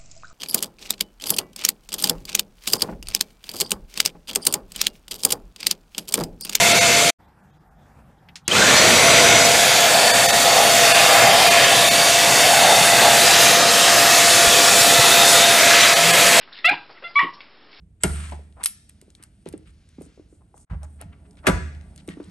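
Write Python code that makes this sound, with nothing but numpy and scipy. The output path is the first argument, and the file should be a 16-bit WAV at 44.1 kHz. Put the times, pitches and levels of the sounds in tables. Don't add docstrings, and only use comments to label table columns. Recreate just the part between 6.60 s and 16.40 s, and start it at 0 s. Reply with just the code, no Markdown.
import sys
import numpy as np
from scipy import signal
from scipy.fft import rfft, irfft
from scipy.io import wavfile
from scipy.ndimage import uniform_filter1d

SR = 44100
rng = np.random.default_rng(int(sys.argv[2]) if len(sys.argv) > 2 else 0)


def amplitude_ratio(level_db):
    exponent = np.asarray(level_db, float) / 20
    return 10 ** exponent


def dump(signal):
    limited = np.clip(np.atleast_2d(signal).T, -1, 1)
    pcm = np.round(limited * 32767).astype(np.int16)
    wavfile.write(sys.argv[1], SR, pcm)


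N = 432180
TIME_S = np.arange(N) / SR


def rms_one(x):
    return x / np.sqrt(np.mean(x ** 2) + 1e-20)


def in_time(*tables):
    s, *columns = np.transpose(np.vstack(tables))
    return [np.interp(TIME_S, s, c) for c in columns]


def at_hz(points, hz):
    table_hz, table_db = np.transpose(points)
    return np.interp(np.log(hz), np.log(table_hz), table_db)


def bump(s, half_s):
    return np.exp(-((TIME_S - s) / half_s) ** 2)


def drift(rate_hz):
    r = np.exp(-80 * np.pi * rate_hz / SR)
    noise = rng.standard_normal(N // 40 + 2002)
    slow = signal.lfilter([1], [1, -2 * r, r * r], noise)[2000:]
    return np.interp(np.arange(N) / 40, np.arange(len(slow)), rms_one(slow))


def band(x, low_hz, high_hz):
    edges_hz = [low_hz, min(high_hz, .45 * SR)]
    return signal.sosfilt(signal.butter(2, edges_hz, "band", fs=SR, output="sos"), x)


def phase(hz):
    return 2 * np.pi * np.cumsum(hz) / SR


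def whistle(hz, width_hz):
    r = np.exp(-np.pi * 1.5 * width_hz / SR)
    gain = (1 - r * r) / 2
    section = [gain, 0, -gain, 1, -2 * r * np.cos(2 * np.pi * hz / SR), r * r]
    return signal.sosfilt([section, section], rng.standard_normal(N))


def rough_tone(hz, width_hz):
    turn = phase(hz)
    lowpass = signal.butter(2, width_hz / 2, fs=SR, output="sos")
    sway = signal.sosfilt(lowpass, rng.standard_normal((2, N)))
    return rms_one(sway[0] * np.cos(turn) + sway[1] * np.sin(turn))


def coloured(spectrum, lifts=()):
    hz = np.maximum(np.arange(N // 2 + 1) * SR / N, 1)
    lift_db = sum(d / (1 + (2 * (hz - f) / w) ** 2) for f, w, d in lifts)
    return hz, rfft(rng.standard_normal(N)) * amplitude_ratio(at_hz(spectrum, hz) + lift_db)


def shared_out(spectrum, lifts, bands, levels_db, patchy_db, flutter_db):
    hz, noise = coloured(spectrum, lifts)
    centres = np.log([np.sqrt(a * b) for a, b in bands])
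    power = [2 * np.sum(abs(noise[(hz > a) & (hz < b)]) ** 2) for a, b in bands]
    mean_db = 10 * np.log10(power) - 20 * np.log10(N)
    change_db = np.array(levels_db) - mean_db[:, None]
    out, together = 0, drift(9.0)
    for k in range(29):
        part = irfft(noise * np.clip(1 - abs(3 * np.log2(hz / 25) - k), 0, 1), N)
        place = np.interp(np.log(25 * 2 ** (k / 3)), centres, np.arange(len(bands)))
        low = min(int(place), len(bands) - 2)
        share = place - low
        db = (1 - share) * change_db[low] + share * change_db[low + 1]
        out = out + part * amplitude_ratio(db + patchy_db * drift(4.4) + flutter_db * together)
    return out


# time in seconds, share of full speed.
SPIN_UP = [(1.88, .3), (1.92, .56), (1.96, .66), (2.09, .84), (2.25, .935), (2.45, .975), (2.7, .995),
           (3.0, 1.0)]


def spin():
    return np.where(TIME_S < 1, 1, in_time(SPIN_UP)[0])


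POSE_STARTS_S = [
    0,
    1.2,
    3.05,
    6.75,
    9.0,
]


def poses():
    blend_s = .25
    begun = [np.clip((TIME_S - s) / blend_s + 1, 0, 1) for s in POSE_STARTS_S]
    return -np.diff(begun + [0 * TIME_S], axis=0)


# frequency in Hz, density in dB per Hz.
RUSH_SPECTRUM = [(15, -64), (25, -49.5), (119, -21), (368, -16), (631, -7), (684, -6.5), (741, -6),
                 (970, -11), (2060, -9.5), (2920, -12), (3630, -11), (5430, -16), (6920, -15.5),
                 (11200, -23.5), (15500, -31)]
# frequency in Hz, width in Hz, lift in dB.
HOUSING = [(493, 32, 4.5), (1720, 67, 2), (2590, 350, 3.5), (3334, 330, 1), (4500, 120, 1.5),
           (6900, 900, 0)]
# time in seconds, level in dB.
FLOW = [
    [(0, -14.5), (.5, -16)],
    [(1.9, -23.5), (1.95, -15), (2.1, -13), (2.6, -14), (3.1, -15), (3.7, -15.5), (4.4, -14.5), (5.3, -15),
     (5.6, -15), (6.3, -14), (6.85, -13), (7.05, -15), (7.4, -13.5), (8.8, -13), (9.4, -15.5), (9.8, -13)],
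]
# rumble, panel, cavity, gap, low jet, mid jet, high jet, hiss, in dB over the flow.
POSE_COLOURS_DB = [(-12.5, -18.5, -14.5, -15, -6.5, -6, -4.5, -14.5),
                   (-10.5, -15.5, -10, -13, -5.5, -4.5, -5, -14),
                   (-15.5, -20.5, -9.5, -15.5, -6.5, -5.5, -6, -11),
                   (-18.5, -20.5, -14, -14.5, -7.5, -4.5, -5, -10),
                   (-19.5, -19, -14.5, -13, -3.5, -4, -5, -10.5)]
# dB per decade of speed, for the same eight bands.
SPEED_DB_PER_DECADE = [-11, -13, 33, 5.0, 2, 6, 11, 30.0]
# time in seconds, half length in seconds, pitch in Hz, spread in octaves, lift in dB.
CROSSINGS = [(3.436, 0.13, 800, 0.56, 4.5), (3.977, 0.16, 750, 0.33, 6.5), (4.347, .12, 2600, 0.61, 7),
             (4.628, 0.23, 820, .4, 7.5), (4.6, 0.17, 1600, 0.69, 3.5), (4.675, 0.052, 150, 0.79, 10),
             (5.0, 0.18, 2220, 1, 3), (6.128, .12, 750, .4, 4), (6.445, 0.049, 800, .6, 8),
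             (6.828, 0.027, 11200, 0.52, 4.5), (7.0, 0.13, 330, 1, 6.5), (7.05, .08, 11000, 1, -4),
             (7.4, .12, 1500, 0.5, 4), (9.196, 0.12, 2740, 0.78, 4.5), (9.548, 0.074, 2000, .6, 2)]


def rush(held):
    bands_hz = [(60, 300), (320, 440), (700, 900), (980, 1250),
                (1400, 2800), (2800, 5500), (5500, 9000), (9000, 15000)]
    levels_db = in_time(*FLOW)[0] + np.transpose(POSE_COLOURS_DB) @ held
    levels_db = levels_db + np.outer(SPEED_DB_PER_DECADE, np.log10(spin()))
    for s, half_s, hz, octaves, db in CROSSINGS:
        near = [np.exp(-(np.log2(np.sqrt(a * b) / hz) / octaves) ** 2) for a, b in bands_hz]
        levels_db = levels_db + db * np.outer(near, bump(s, half_s))
    return shared_out(RUSH_SPECTRUM, HOUSING, bands_hz, levels_db, patchy_db=1.27, flutter_db=0.0)


# frequency in Hz, width in Hz, level in dB.
POSE_WHISTLES = [
    [(2180, 230, 1), (2660, 62, -4), (3490, 65, -3), (3780, 61, -3), (4390, 120, -4), (6120, 180, -6.5),
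     (7110, 160, -4), (9670, 35, -15)],
    [(2110, 260, 6), (3685, 230, -2.5), (4330, 260, -5), (5970, 200, 3.5), (6920, 35, 7), (7830, 110, 0),
     (10000, 160, -22.5)],
    [(1717, 450, -0.5), (3590, 170, 3.5), (4500, 95, 3), (4810, 21, 5), (6460, 1600, -12), (9300, 34, 2.5)],
    [(1303, 260, -2), (1867, 260, -0.5), (2615, 73, -4), (3810, 200, -0.5), (4970, 690, -5)],
    [(2044, 260, -0.5), (2550, 140, -12), (3144, 82, -3.5), (5910, 69, -7)],
]
WHISTLE_DB = [10.2, 5.4, 4.2, 4, 5]


def gap_whistles(held):
    flicker_db, db_per_decade = 0.9, 77
    base_db = in_time(*FLOW)[0] + db_per_decade * np.log10(spin())
    out = 0
    for weight, peaks, pose_db in zip(held, POSE_WHISTLES, WHISTLE_DB):
        for hz, width_hz, db in peaks:
            level_db = base_db + pose_db + db + flicker_db * drift(2.5)
            out = out + weight * amplitude_ratio(level_db) * whistle(hz, width_hz)
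    return out


# multiple of shaft speed, level in dB relative to the whine.
BLADE_ORDERS = [(7, -19), (14, -31.5), (.18, -24.5)]


def motor():
    shaft_hz, sag_hz_per_s, whine_db = 689.7, .27, -22.5
    speed = spin()
    hz = (shaft_hz - sag_hz_per_s * TIME_S) * speed * (1 + .0012 * drift(3.8))
    turn = phase(hz)
    level = np.sqrt(2) * amplitude_ratio(whine_db + 90 * np.log10(speed))
    out = level * amplitude_ratio(1.7 * drift(14.0)) * np.sin(turn)
    for order, db in BLADE_ORDERS:
        out += level * amplitude_ratio(db + 3.0 * drift(8.0)) * np.sin(order * turn)
    third_order = np.exp(-((speed - .76) / .14) ** 2)
    blade_order = np.exp(-((speed - .91) / .05) ** 2)
    out += amplitude_ratio(-19.5) * third_order * rough_tone(3 * hz, 150)
    return out + amplitude_ratio(-24.5) * blade_order * rough_tone(7 * hz, 90)


def close_walls(x):
    echo_db, decay_s, low_hz, hand_shift_s = -10.5, .008, 700, .4
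    u = np.arange(round(5 * decay_s * SR)) / SR
    step = round(hand_shift_s * SR)
    window = np.sin(np.pi * np.arange(2 * step) / (2 * step))
    bright = np.pad(band(x, low_hz, SR), (step, 2 * step))
    out = np.zeros(len(bright) + len(u))
    for i in range(0, len(bright) - 2 * step, step):
        echoes = rng.standard_normal(len(u)) * np.exp(-u / decay_s) * (u > .0008)
        heard = signal.fftconvolve(bright[i:i + 2 * step] * window, rms_one(echoes))
        out[i:i + len(heard)] += amplitude_ratio(echo_db) * heard / np.sqrt(len(u))
    return amplitude_ratio(-0.3) * (x + out[step:step + N])


# time in seconds,
# level in dB.
SCENE_CHANGE = [(.5029, 0), (.5033, -20), (.5075, -25), (.5085, -48), (.516, -66), (.534, -68), (.54, -80)]


def running():
    first = amplitude_ratio(in_time(SCENE_CHANGE)[0]) * (TIME_S < .54)
    second = np.clip((TIME_S - 1.879) / .003, 0, 1)
    return np.where(TIME_S < 1, first, second)


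# frequency in Hz, density in dB per Hz.
STREET_SPECTRUM = [(15, -49), (25, -23), (49, -3.5), (121, -11.5), (158, -3.5), (181, -9), (344, -20.5),
                   (655, -19), (769, -13.5), (1060, -21.5), (1580, -24.5), (3090, -40), (15000, -48)]
# time in seconds, level in dB.
TRAFFIC = [(0.6, -58), (1.048, -57), (1.38, -53.5), (1.76, -56), (1.87, -55)]
# time in seconds, half length in seconds, level in dB.
RUSTLES = [
    (.65, .04, -74),
    (.93, .04, -72),
    (1.23, .07, -74),
    (1.59, .012, -72),
    (1.868, 0.013, -52),
]


def street():
    leaves_db = -77.5
    traffic_db = in_time(TRAFFIC)[0]
    levels_db = [traffic_db + 1.0, leaves_db + 0 * traffic_db]
    far = shared_out(STREET_SPECTRUM, (), [(40, 500), (2500, 5300)], levels_db, patchy_db=2.3, flutter_db=-1.5)
    rustling = sum(amplitude_ratio(db) * bump(s, half_s) for s, half_s, db in RUSTLES)
    out = far + rustling * rms_one(whistle(3420, width_hz=500))
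    return out * np.clip((TIME_S - .585) / .02, 0, 1)


# time in seconds, peak in dB, low edge in Hz, high edge in Hz, T60 in seconds.
CLICKS = [
    (1.687, -34, 1700, 3280, .05),
    (1.756, -29, 1490, 7000, 0.096),
    (1.879, -2.5, 1800, 9000, .018),
]
# start in seconds, end in seconds, pitch in Hz, level in dB.
SQUEAK = (1.913, 1.926, 3082, -11.5)


def switch():
    out, t = np.zeros(N), np.arange(SR // 5) / SR
    for s, db, low_hz, high_hz, t60_s in CLICKS:
        noise = rng.standard_normal(len(t))
        tick = rms_one(band(noise, low_hz, high_hz)) + .15 * noise
        envelope = amplitude_ratio(-60 * t / t60_s) * np.minimum(t / .0006, 1)
        out[round(s * SR):][:len(t)] += amplitude_ratio(db - 6) * tick * envelope
    start, end, hz, db = SQUEAK
    u = np.arange(round((end - start) * SR)) / SR
    wobble = 1 + 0.36 * np.sin(2 * np.pi * 170 * u)
    swell = np.sin(np.pi * u / u[-1]) ** .4
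    chirp = np.sin(2 * np.pi * (hz * u + 5000 * u ** 2))
    out[round(start * SR):][:len(u)] += amplitude_ratio(db) * wobble * swell * chirp
    return out


# time in seconds, half length in seconds, pitch in Hz, level in dB over the flow.
SINGING = [(3.4, .2, 4500, -14), (3.45, 0.21, 2670, -26), (5.5, 0.37, 4500, -18), (8.65, 0.41, 3680, -11),
           (9.53, .1, 1980, -17)]


def singing_holes():
    flow_db = in_time(*FLOW)[0]
    return sum(bump(s, half_s) * amplitude_ratio(flow_db + db) * rms_one(whistle(hz, width_hz=140))
               for s, half_s, hz, db in SINGING)


# time in seconds, peak in dB, pitch in Hz.
THUMPS = [
    (7.869, -21, 78.1),
    (8.389, -16, 123),
]


def gusts():
    out = np.zeros(N)
    for s, db, hz in THUMPS:
        t = TIME_S - s - .008
        out -= amplitude_ratio(db) * np.cos(2 * np.pi * hz * t) * np.exp(-(t / .007) ** 2)
    return out


# time in seconds, pitch in Hz, level in dB.
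CASE_FAN = [
    (9.35, 149.7, -52),
    (9.45, 165, -28.5),
    (9.6, 183.4, -36.5),
    (9.8, 200, -38.5),
]


def case_fan():
    hz, db = in_time(CASE_FAN)
    return amplitude_ratio(db) * (TIME_S > 9.3) * amplitude_ratio(3.0 + 1.5 * drift(7.0)) * np.sin(phase(hz))


def scene():
    held = poses()
    air = rush(held) + gap_whistles(held) + singing_holes()
    blower = running() * (close_walls(air) + motor() + case_fan())
    mono = blower + street() + switch() + gusts()
    return np.array([mono, mono])


# time in seconds, lowest frequency in Hz, share of lines kept.
THINNED = [(.135, 4500, .1), (.2, 100, .12), (.67, 2000, .1), (.82, 2300, .1), (.92, 2000, .1),
           (.99, 2000, .1), (1.1, 2000, .1), (3.527, 300, .12), (3.676, 300, .1), (3.72, 1500, .12),
           (4.335, 200, .12), (4.897, 1000, .15), (5.3, 200, .1), (9.35, 100, .15), (9.523, 900, .15)]


def thin_out(x):
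    out, size = x.copy(), 1536
    window, hz = np.sin(np.pi * np.arange(size) / size), np.arange(size // 2 + 1) * SR / size
    for s, from_hz, kept in THINNED:
        i = round(s * SR) - size // 2
        lines = rfft(out[i:i + size] * window)
        tall = abs(lines) / uniform_filter1d(abs(lines), size=60)
        lost = (tall < np.quantile(tall, 1 - kept)) & (hz > from_hz)
        out[i:i + size] -= window * irfft(lines * lost, size)
    return out


PATCH_EDGES_HZ = [4100, 5400, 6900, 8300, 9000, 9700, 11000, 12000]


def noise_patches(x):
    patches_per_s, size = 5, 2048
    out, last = np.array([x, x]), len(PATCH_EDGES_HZ) - 1
    window, hz = np.sin(np.pi * np.arange(size) / size), np.arange(size // 2 + 1) * SR / size
    for when, which, wide in rng.random((round(patches_per_s * N / SR), 3)):
        i = int(when * (N // 1024 - 3)) * 1024 + 175
        k = int(which * last)
        top = min(k + 1 + int(wide > .5), last)
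        inside = (hz > PATCH_EDGES_HZ[k]) & (hz < PATCH_EDGES_HZ[top])
        lines = rfft(x[i:i + size] * window) * inside
        level = np.sqrt(np.mean(abs(lines[inside]) ** 2))
        noise = level * inside * np.exp(2j * np.pi * rng.random(len(hz)))
        out[:, i:i + size] += window * irfft(noise, size) * [[1], [-1]]
    return out


def band_limit(x):
    return signal.sosfilt(signal.butter(12, 15660, fs=SR, output="sos"), x)


def record(dry):
    top_cut = signal.cheby2(16, 60, 15750, fs=SR, output="sos")
    mono = signal.sosfilt(top_cut, np.clip(thin_out(dry[0]), -1, 1))
    mix = noise_patches(mono)
    return band_limit(mix)


dry = scene()
out = record(dry)
dump(out)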